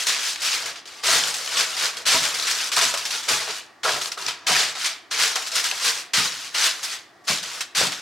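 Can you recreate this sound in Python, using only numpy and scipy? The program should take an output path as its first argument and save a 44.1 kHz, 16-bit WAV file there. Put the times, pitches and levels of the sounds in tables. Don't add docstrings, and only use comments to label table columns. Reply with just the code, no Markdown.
import sys
import numpy as np
from scipy import signal
from scipy.fft import rfft, irfft, next_fast_len
from scipy.io import wavfile
from scipy.ndimage import uniform_filter1d

SR = 44100
rng = np.random.default_rng(int(sys.argv[2]) if len(sys.argv) > 2 else 0)


def generate_wav(sig):
    pcm = np.round(np.clip(np.atleast_2d(sig).T, -1, 1) * 32767).astype(np.int16)
    wavfile.write(sys.argv[1], SR, pcm)


N = 353241

# (frequency [Hz], relative density [dB per Hz])
FOIL_TONE = [(30, -51), (80, -33), (200, -18.5), (400, -15), (800, -10), (1400, -1.5), (2000, -1.54),
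             (3000, -0.5), (4600, 0), (5800, -2.5), (8000, -9.5), (11000, -17), (15800, -30)]


def amp(db):
    return 10 ** (np.asarray(db) / 20)


def unit(x):
    return x / np.sqrt(np.mean(x ** 2) + 1e-20)


def along(points, hz):
    f, v = np.transpose(points)
    return np.interp(np.log(hz + 1), np.log(f), v)


def wobble(rate):
    knots = rng.standard_normal(int(N * rate / SR) + 4)
    return np.interp(np.arange(N) * rate / SR, np.arange(len(knots)), knots)


def filtered(x, response):
    n = x.shape[-1]
    m = next_fast_len(n + 8192, real=True)
    return irfft(rfft(x, m) * response(np.fft.rfftfreq(m, 1 / SR)), m)[..., :n]


def resonances(modes, f):
    total = 0
    for k, (centre, width, db) in enumerate(modes):
        mode = 1j * f * width / (centre * centre - f * f + 1j * f * width)
        total = total + (-1) ** k * amp(db) * mode
    return total


def hump(f, centre_hz, octaves):
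    return np.exp(-.5 * (np.log2((f + 1) / centre_hz) / octaves) ** 2)


def spread(pair):
    # (frequency [Hz], coherence [0-1])
    alike = [(100, .99), (300, 0.67), (1200, 0.81), (4000, 0.78), (8000, 0.65), (13000, 0.41)]
    turn = lambda f: np.arccos(np.clip(along(alike, f), -1, 1)) / 2
    mid, side = filtered(pair, lambda f: np.array([np.cos(turn(f)), np.sin(turn(f))]))
    return np.array([mid + side, mid - side])


def add(track, s, sound):
    part = track[..., max(0, round(s * SR)):][..., :sound.shape[-1]]
    part += sound[..., :part.shape[-1]]


def steady(x, seconds):
    power = uniform_filter1d(np.mean(np.atleast_2d(x) ** 2, axis=0), max(2, int(seconds * SR)))
    return x / np.sqrt(np.abs(power) + 1e-4 * power.mean())


def dying(power, t60):
    keep = float(amp(-120 / (max(t60, .001) * SR)))
    return np.abs(signal.lfilter([1 - keep], [1, -keep], power))


def surges(rows, t60, offset_db, attack):
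    t, power = np.arange(SR // 2) / SR, np.zeros(N)
    for s, db in rows:
        gain = amp(db + offset_db - 60 * t / t60) * (1 - np.exp(-t / attack))
        add(power, s - attack, gain ** 2)
    return power


def buckles(rate, size_db):
    at = np.flatnonzero(rng.random(N) < rate / SR)
    train = np.zeros(N)
    sign = rng.choice([-1, 1], len(at))
    train[at] = sign * amp(size_db * np.clip(rng.standard_normal(len(at)), -2, 2))
    return train


def shiver(train, t60, click):
    out = np.sqrt(dying(train ** 2, t60)) * rng.standard_normal((2, N))
    out[0] += click * train
    return out


def background():
    # (frequency [Hz], relative density [dB per Hz])
    rush_tone = [(25, -32), (60, -26.5), (95, -7), (200, -8), (340, 3), (480, -20), (700, 4), (950, -2),
                 (1300, -4), (1850, -3), (2600, -13), (5000, -11.5), (10000, -25), (16000, -30)]
    # (centre [Hz], width [Hz], relative level [dB])
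    whir_bands = [(90, 7.6, -4.5), (344, 120, -1), (700, 82, 0.5), (1149.3, 50, 5), (1420, 25, -14),
                  (1610, 23, -10), (1890, 82, 1.5)]
    rush = unit(filtered(rng.standard_normal((2, N)), lambda f: amp(along(rush_tone, f))))
    bands = unit(filtered(rng.standard_normal((2, N)), lambda f: resonances(whir_bands, f)))
    return spread(amp(-55.5) * rush + amp(-56) * bands)


def hands():
    # (time [s], relative crackle level [dB],
    # rise [s], hold [s], panel flex offset [dB], treble offset [dB])
    presses = [(0.061, -21, 0.008, 0.039, -3, 1), (1.025, -17.5, 0.037, 0.138, 2, 0),
               (2.052, -18, 0.008, 0.097, -1.5, 0), (2.714, -24, 0.0099, 0.053, -4, 0),
               (2.76, -19.5, 0.0078, 0.086, -1, 0), (3.275, -20.5, 0.01, 0.056, 6, 0.5),
               (3.831, -24.5, 0.0078, 0.098, 4.5, -3), (4.464, -19, 0.005, 0.15, 0.5, -2.5),
               (5.111, -26, 0.0046, 0.061, -3.5, -4), (5.181, -18, 0.012, 0.055, -2, -1),
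               (6.133, -18.5, 0.0032, 0.06, -4, -1.5), (6.54, -23, 0.0052, 0.095, -9, -3.5),
               (7.269, -20.5, 0.0085, 0.037, -3, -1), (7.746, -18, 0.018, 0.067, -3.5, -0.5)]
    # (peak time [s],
    # relative crackle level [dB], swell [s], panel flex offset [dB], treble offset [dB])
    rubs = [(0.005, -25, 0.058, -7, 0), (0.17, -27, 0.054, -6, -14), (0.285, -26, 0.085, -9, 0),
            (0.482, -22, 0.074, -13, 0), (0.545, -22, 0.041, -7, -1.5), (1.29, -28, 0.059, 8, 4.5),
            (1.61, -18, 0.077, 2, -2.5), (1.857, -21.5, 0.095, 0, -2), (2.255, -22, 0.04, 1, -1),
            (2.515, -23, 0.1, -4, -0.5), (2.615, -25, 0.04, -7.5, -6), (3.15, -26, 0.042, -4, -3),
            (3.42, -29, 0.03, 4, -2), (3.505, -28, 0.03, 5, -5), (4.285, -23, 0.015, -8.5, -6),
            (4.865, -22, 0.06, -14, -0.5), (5.585, -21, 0.05, -2, 0.5), (5.665, -24, 0.046, -4, 1),
            (5.885, -18.5, 0.064, -3.5, 0.5), (6.26, -25, 0.026, 2, 1.5), (6.667, -18.5, 0.082, -8, 1.5),
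            (6.85, -29, 0.025, -4, 6), (6.935, -29.5, 0.065, -10, -0.5)]
    # (start [s], end [s],
    # relative crackle level [dB], panel flex offset [dB], treble offset [dB])
    touches = [(0.0, 0.329, -31, -3, 6.5), (0.397, 0.698, -31, 4.5, 1.5), (0.729, 0.785, -39, -7, -5),
               (0.851, 1.029, -42, 2, 3), (1.038, 1.89, -32, 1, 5), (1.919, 2.02, -38, 6, 3),
               (2.07, 2.68, -29, 1.5, 3), (2.72, 3.205, -32, -0.5, 4), (3.222, 3.584, -34, -2.5, 4.5),
               (3.839, 4.079, -34, 3, 8.5), (4.176, 4.283, -34, 5, 3.5), (4.299, 4.47, -50, 12, -12),
               (4.471, 4.7, -35, 5, -1), (4.749, 4.92, -33, -1, -2), (5.104, 5.49, -32, -4, 3.5),
               (5.515, 6.002, -32, -1, 3.5), (6.14, 6.476, -35, -5.5, 3.5), (6.53, 6.961, -39, 3, 7),
               (7.239, 7.27, -50, -4, 13), (7.28, 7.388, -35, 0, 6), (7.427, 7.601, -34.5, 1, 3.5),
               (7.751, 7.99, -39, 6, 3)]
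    ease_db_per_s, release_db_per_s = 135, 240
    swell_db, swell_bow = 10, 1.6
    touch_rise_s = 0.008
    usual_db, usual_flex_db, flex_growth = -25.5, -40, 0.83
    treble_lift_db, dull_below_db, dulling = 5.5, -25, 0.31

    t = np.arange(0, N / SR, .001)
    arrive = lambda s, rise_s: 1 - np.exp(-np.maximum(t - s, 0) / rise_s)
    fade = lambda s, db_per_s: amp(-db_per_s * np.maximum(t - s, 0))
    moves = []
    for s, db, rise, hold, bend, fine in presses:
        moves.append((amp(db) * arrive(s, rise) * fade(s + hold, ease_db_per_s), bend, fine))
    for s, db, swell, bend, fine in rubs:
        below_peak_db = swell_db * (np.maximum(s - t, 0) / swell) ** swell_bow
        moves.append((amp(db - below_peak_db) * fade(s, release_db_per_s), bend, fine))
    for s, end, db, bend, fine in touches:
        moves.append((amp(db) * arrive(s, touch_rise_s) * fade(end, release_db_per_s), bend, fine))

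    gains, bend_db, fine_db = map(np.array, zip(*moves))
    power = np.sum(gains ** 2, axis=0) + 1e-12
    share, level_db = gains ** 2 / power, 10 * np.log10(power)
    flex_db = usual_flex_db + flex_growth * (level_db - usual_db) + bend_db @ share
    treble_db = treble_lift_db - dulling * np.clip(dull_below_db - level_db, 0, 20) + fine_db @ share
    return [np.interp(np.arange(N) / SR, t, amp(db)) for db in (level_db, flex_db, treble_db)]


def effort(crumple):
    # (time [s], relative level [dB])
    creases = [(0.0678, -9), (0.419, -14), (0.6578, -15), (0.7572, -21), (0.8553, -25), (0.875, -24.5),
               (1.036, -13), (1.341, -12), (1.5685, -10), (1.7667, -14), (1.9685, -14), (2.064, -9),
               (2.3425, -12), (2.4694, -10), (2.7177, -9), (2.7648, -8), (2.812, -7), (2.9392, -10),
               (2.9732, -11), (3.053, -10), (3.1055, -11), (3.286, -6), (3.8332, -11), (4.013, -11),
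               (4.118, -14), (4.1752, -20), (4.282, -11), (4.4683, -8), (4.7521, -17), (4.8448, -13),
               (5.1117, -12), (5.3562, -6), (5.4651, -16.5), (5.5166, -14), (5.554, -7), (5.6407, -11),
               (6.1353, -8), (6.321, -19.5), (6.5451, -12.5), (6.83, -16), (7.2802, -8.5), (7.429, -13.5),
               (7.6074, -8), (7.7499, -12), (7.9205, -11)]
    level = crumple.copy()
    for s, _ in creases:
        hold = slice(max(0, round((s - .03) * SR)), round(s * SR))
        level[hold] *= amp(-3.5 * np.linspace(0, 1, len(level[hold])))
    runs = steady(np.sqrt(dying(buckles(rate=170, size_db=2.5) ** 2, t60=.06)), seconds=.05)
    bursts = surges(creases, t60=0.125, offset_db=-13.0, attack=.0012)
    return np.sqrt(level ** 2 * (.72 + .2 * runs ** 2) + bursts)


def swarm(rate, size_db, ring_t60, patchy_db, octaves, count=8):
    out = np.zeros((2, N))
    for centre_hz in np.geomspace(700, 18000, count):
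        train = buckles(rate / count, size_db) * amp(patchy_db * wobble(22))
        out += filtered(shiver(train, ring_t60, click=0.85), lambda f: hump(f, centre_hz, octaves) + 0.45)
    return out


def pings(t60, size_db, count=4400):
    t = np.arange(SR // 40) / SR
    when, pitch, ear = rng.random((count, 3)).T[:, :, None]
    hz = 900 + 8000 * pitch ** 2
    size = amp(size_db * np.clip(rng.standard_normal((count, 1)), -2, 2)) * np.sqrt(pitch + .05)
    rings = size * amp(-60 * t / t60) * np.sin(2 * np.pi * hz * t)
    at = ((when * N).astype(int) + np.arange(len(t))).ravel()
    sides = (np.cos(2 * np.pi * ear), np.sin(2 * np.pi * ear))
    return np.array([np.bincount(at, (rings * side).ravel(), N)[:N] for side in sides])


def crackle(level, fineness):
    rate = 2200 + 7000 * level / amp(-20)
    grains = swarm(rate, size_db=1.5, ring_t60=0.043, patchy_db=0.0, octaves=0.79)
    grains = unit(steady(grains, seconds=0.22))
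    grains = grains + .36 * unit(pings(t60=0.054, size_db=2.0))
    grains = spread(filtered(grains, lambda f: amp(along(FOIL_TONE, f))))
    grains = steady(grains, seconds=0.012)
    treble = filtered(grains, lambda f: 1 / (1 + (7000 / (f + 1)) ** 4))
    return level * (grains + treble * (fineness - 1))


def flex(bending):
    # (centre [Hz], width [Hz], relative level [dB])
    panels = [(368, 34, -11), (456.5, 42, 0.5), (514, 45, -3), (640.6, 24, -2.5), (691, 34, -5.5),
              (900, 125, -3), (1100, 460, -2.5), (1360, 390, -1)]
    pops = shiver(buckles(rate=350, size_db=1), t60=0.0082, click=1.67)
    ringing = unit(filtered(pops, lambda f: resonances(panels, f) * hump(f, 950, octaves=1.67)))
    loose = np.zeros((2, N))
    for centre_hz in np.geomspace(340, 1900, num=14):
        fold = shiver(buckles(rate=150, size_db=4.5), t60=0.018, click=1.83)
        fold = filtered(fold, lambda f: hump(f, centre_hz, octaves=0.055))
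        loose += unit(fold) * hump(centre_hz, 1170, octaves=0.98) * amp(3.9 * wobble(11))
    body = steady(spread(ringing + 1.28 * unit(loose)), seconds=0.046)
    return body * bending + hollows(body)


def kitchen(x, count=21):
    # (frequency [Hz], 60 dB decay time [s])
    room_decay = [(150, 0.89), (600, 0.56), (2000, 0.66), (6000, 0.32), (14000, 0.34)]
    out, hop, source = np.zeros((2, N)), N // (count - 1), x.mean(axis=0)
    for k in range(count):
        hz, t, z = signal.stft(rng.standard_normal((2, SR // 2)), SR, nperseg=256)
        decay = amp(-60 * t / along(room_decay, hz)[:, None])
        tail = signal.istft(z * decay, SR, nperseg=256)[1]
        at = np.arange(max(0, (k - 1) * hop), min(N, (k + 1) * hop))
        part = source[at] * np.cos(np.pi / 2 * (at / hop - k))
        echo = signal.fftconvolve(part[None], tail / np.linalg.norm(tail[0]), axes=1)
        add(out, at[0] / SR + .004, echo)
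    return spread(out)


def snaps():
    # (time [s], relative level [dB], ring [Hz])
    facets = [(0.3585, -13.5, 2630), (1.2371, -9.5, 3336), (1.285, -17, 4900), (1.475, -15, 2634),
              (2.397, -9, 3960), (3.2414, -24, 5430), (3.8914, -6.5, 1650), (4.0569, -12, 4387),
              (4.1183, -15, 5630), (4.2225, -20, 3899), (4.2636, -11, 5555), (4.5641, -5, 1828),
              (4.8127, -18, 3182), (5.236, -17, 4796), (5.7118, -9, 2743), (6.321, -18, 3970),
              (6.6184, -17, 5686), (6.7107, -11, 4833), (7.868, -12, 3490)]
    out, t = np.zeros((2, N)), np.arange(SR // 20) / SR
    for s, db, ring_hz in facets:
        ring = rng.standard_normal((2, len(t))) * amp(-60 * t / .022)
        ring[0, 0] += 3
        ring = np.pad(ring, ((0, 0), (SR // 1000, 0)))
        tone = lambda f: amp(along(FOIL_TONE, f)) * (0.46 + hump(f, ring_hz, octaves=0.13))
        ring = filtered(ring, tone)
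        add(out, s, ring / np.abs(ring).max() * amp(db - 0.5))
    return spread(out)


def hollows(body):
    # (time [s], relative level [dB], pitch [Hz])
    caving = [(1.088, -21.5, 800), (1.588, -33, 799.6), (2.142, -16, 645), (2.771, -13.5, 950),
              (2.82, -24, 700), (2.94, -20, 801), (3.32, -30, 598.4), (3.478, -24, 702), (3.85, -11.5, 904),
              (3.882, -16.5, 800), (3.961, -24, 598.5), (4.174, -25, 1000), (4.282, -25, 900),
              (4.495, -15, 748.6), (4.565, -29, 900), (4.755, -28.5, 904.6), (4.86, -35, 801),
              (5.36, -20.5, 901), (5.725, -27.5, 801.4), (6.665, -24.5, 853), (7.299, -20, 600),
              (7.812, -14.5, 579)]
    out, t = np.zeros((2, N)), np.arange(SR // 6) / SR
    for s, db, pitch_hz in caving:
        stretch = body[:, round(s * SR):][:, :len(t)]
        ring = unit(filtered(stretch, lambda f: hump(f, pitch_hz, octaves=1)))
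        fall = amp(db - 6.5 - 60 * t / 0.2)
        add(out, s - .003, ring * fall * (1 - np.exp(-t / 0.0019)))
    return out


def bumps(bending):
    # (time [s], relative level [dB])
    palms = [(1.134, -37), (1.189, -48), (2.079, -48), (2.145, -30.5), (2.219, -39), (2.769, -42),
             (2.849, -38), (3.312, -36), (3.939, -41), (4.271, -47), (4.505, -32), (6.175, -30),
             (6.199, -41), (7.299, -32), (7.329, -38), (7.779, -37), (7.818, -31.5), (7.868, -35.5)]
    # (centre [Hz], width [Hz], relative level [dB])
    pan = [(63.7, 21, -3.5), (95, 55, -4.5), (136, 51, -1.5), (185.4, 15, 0.5), (254, 46, -2.5),
           (288, 49, -1.5), (374, 33, -27)]
    force = surges(palms, t60=0.24, offset_db=-2.0, attack=0.0026) + (amp(-20.5) * bending) ** 2
    shudder = rng.standard_normal(N)
    shudder = filtered(shudder, lambda f: resonances(pan, f) * hump(f, 182, octaves=0.98))
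    return np.sqrt(force) * steady(shudder, seconds=0.022)


def scene():
    crumple, bending, fineness = hands()
    foil = crackle(effort(crumple), fineness) + snaps() + flex(bending)
    close = foil * amp([[.45], [-.45]]) + bumps(bending)
    return close + amp(-13.0) * kitchen(close) + background()


def record(dry):
    top_hz = 15900
    x = filtered(dry, lambda f: 1 / np.sqrt(1 + (48 / (f + 1)) ** 8))
    x = x / (1 + np.abs(x / .65) ** 6) ** (1 / 6)
    return filtered(x, lambda f: f < top_hz)


dry = scene()
out = record(dry)
generate_wav(out)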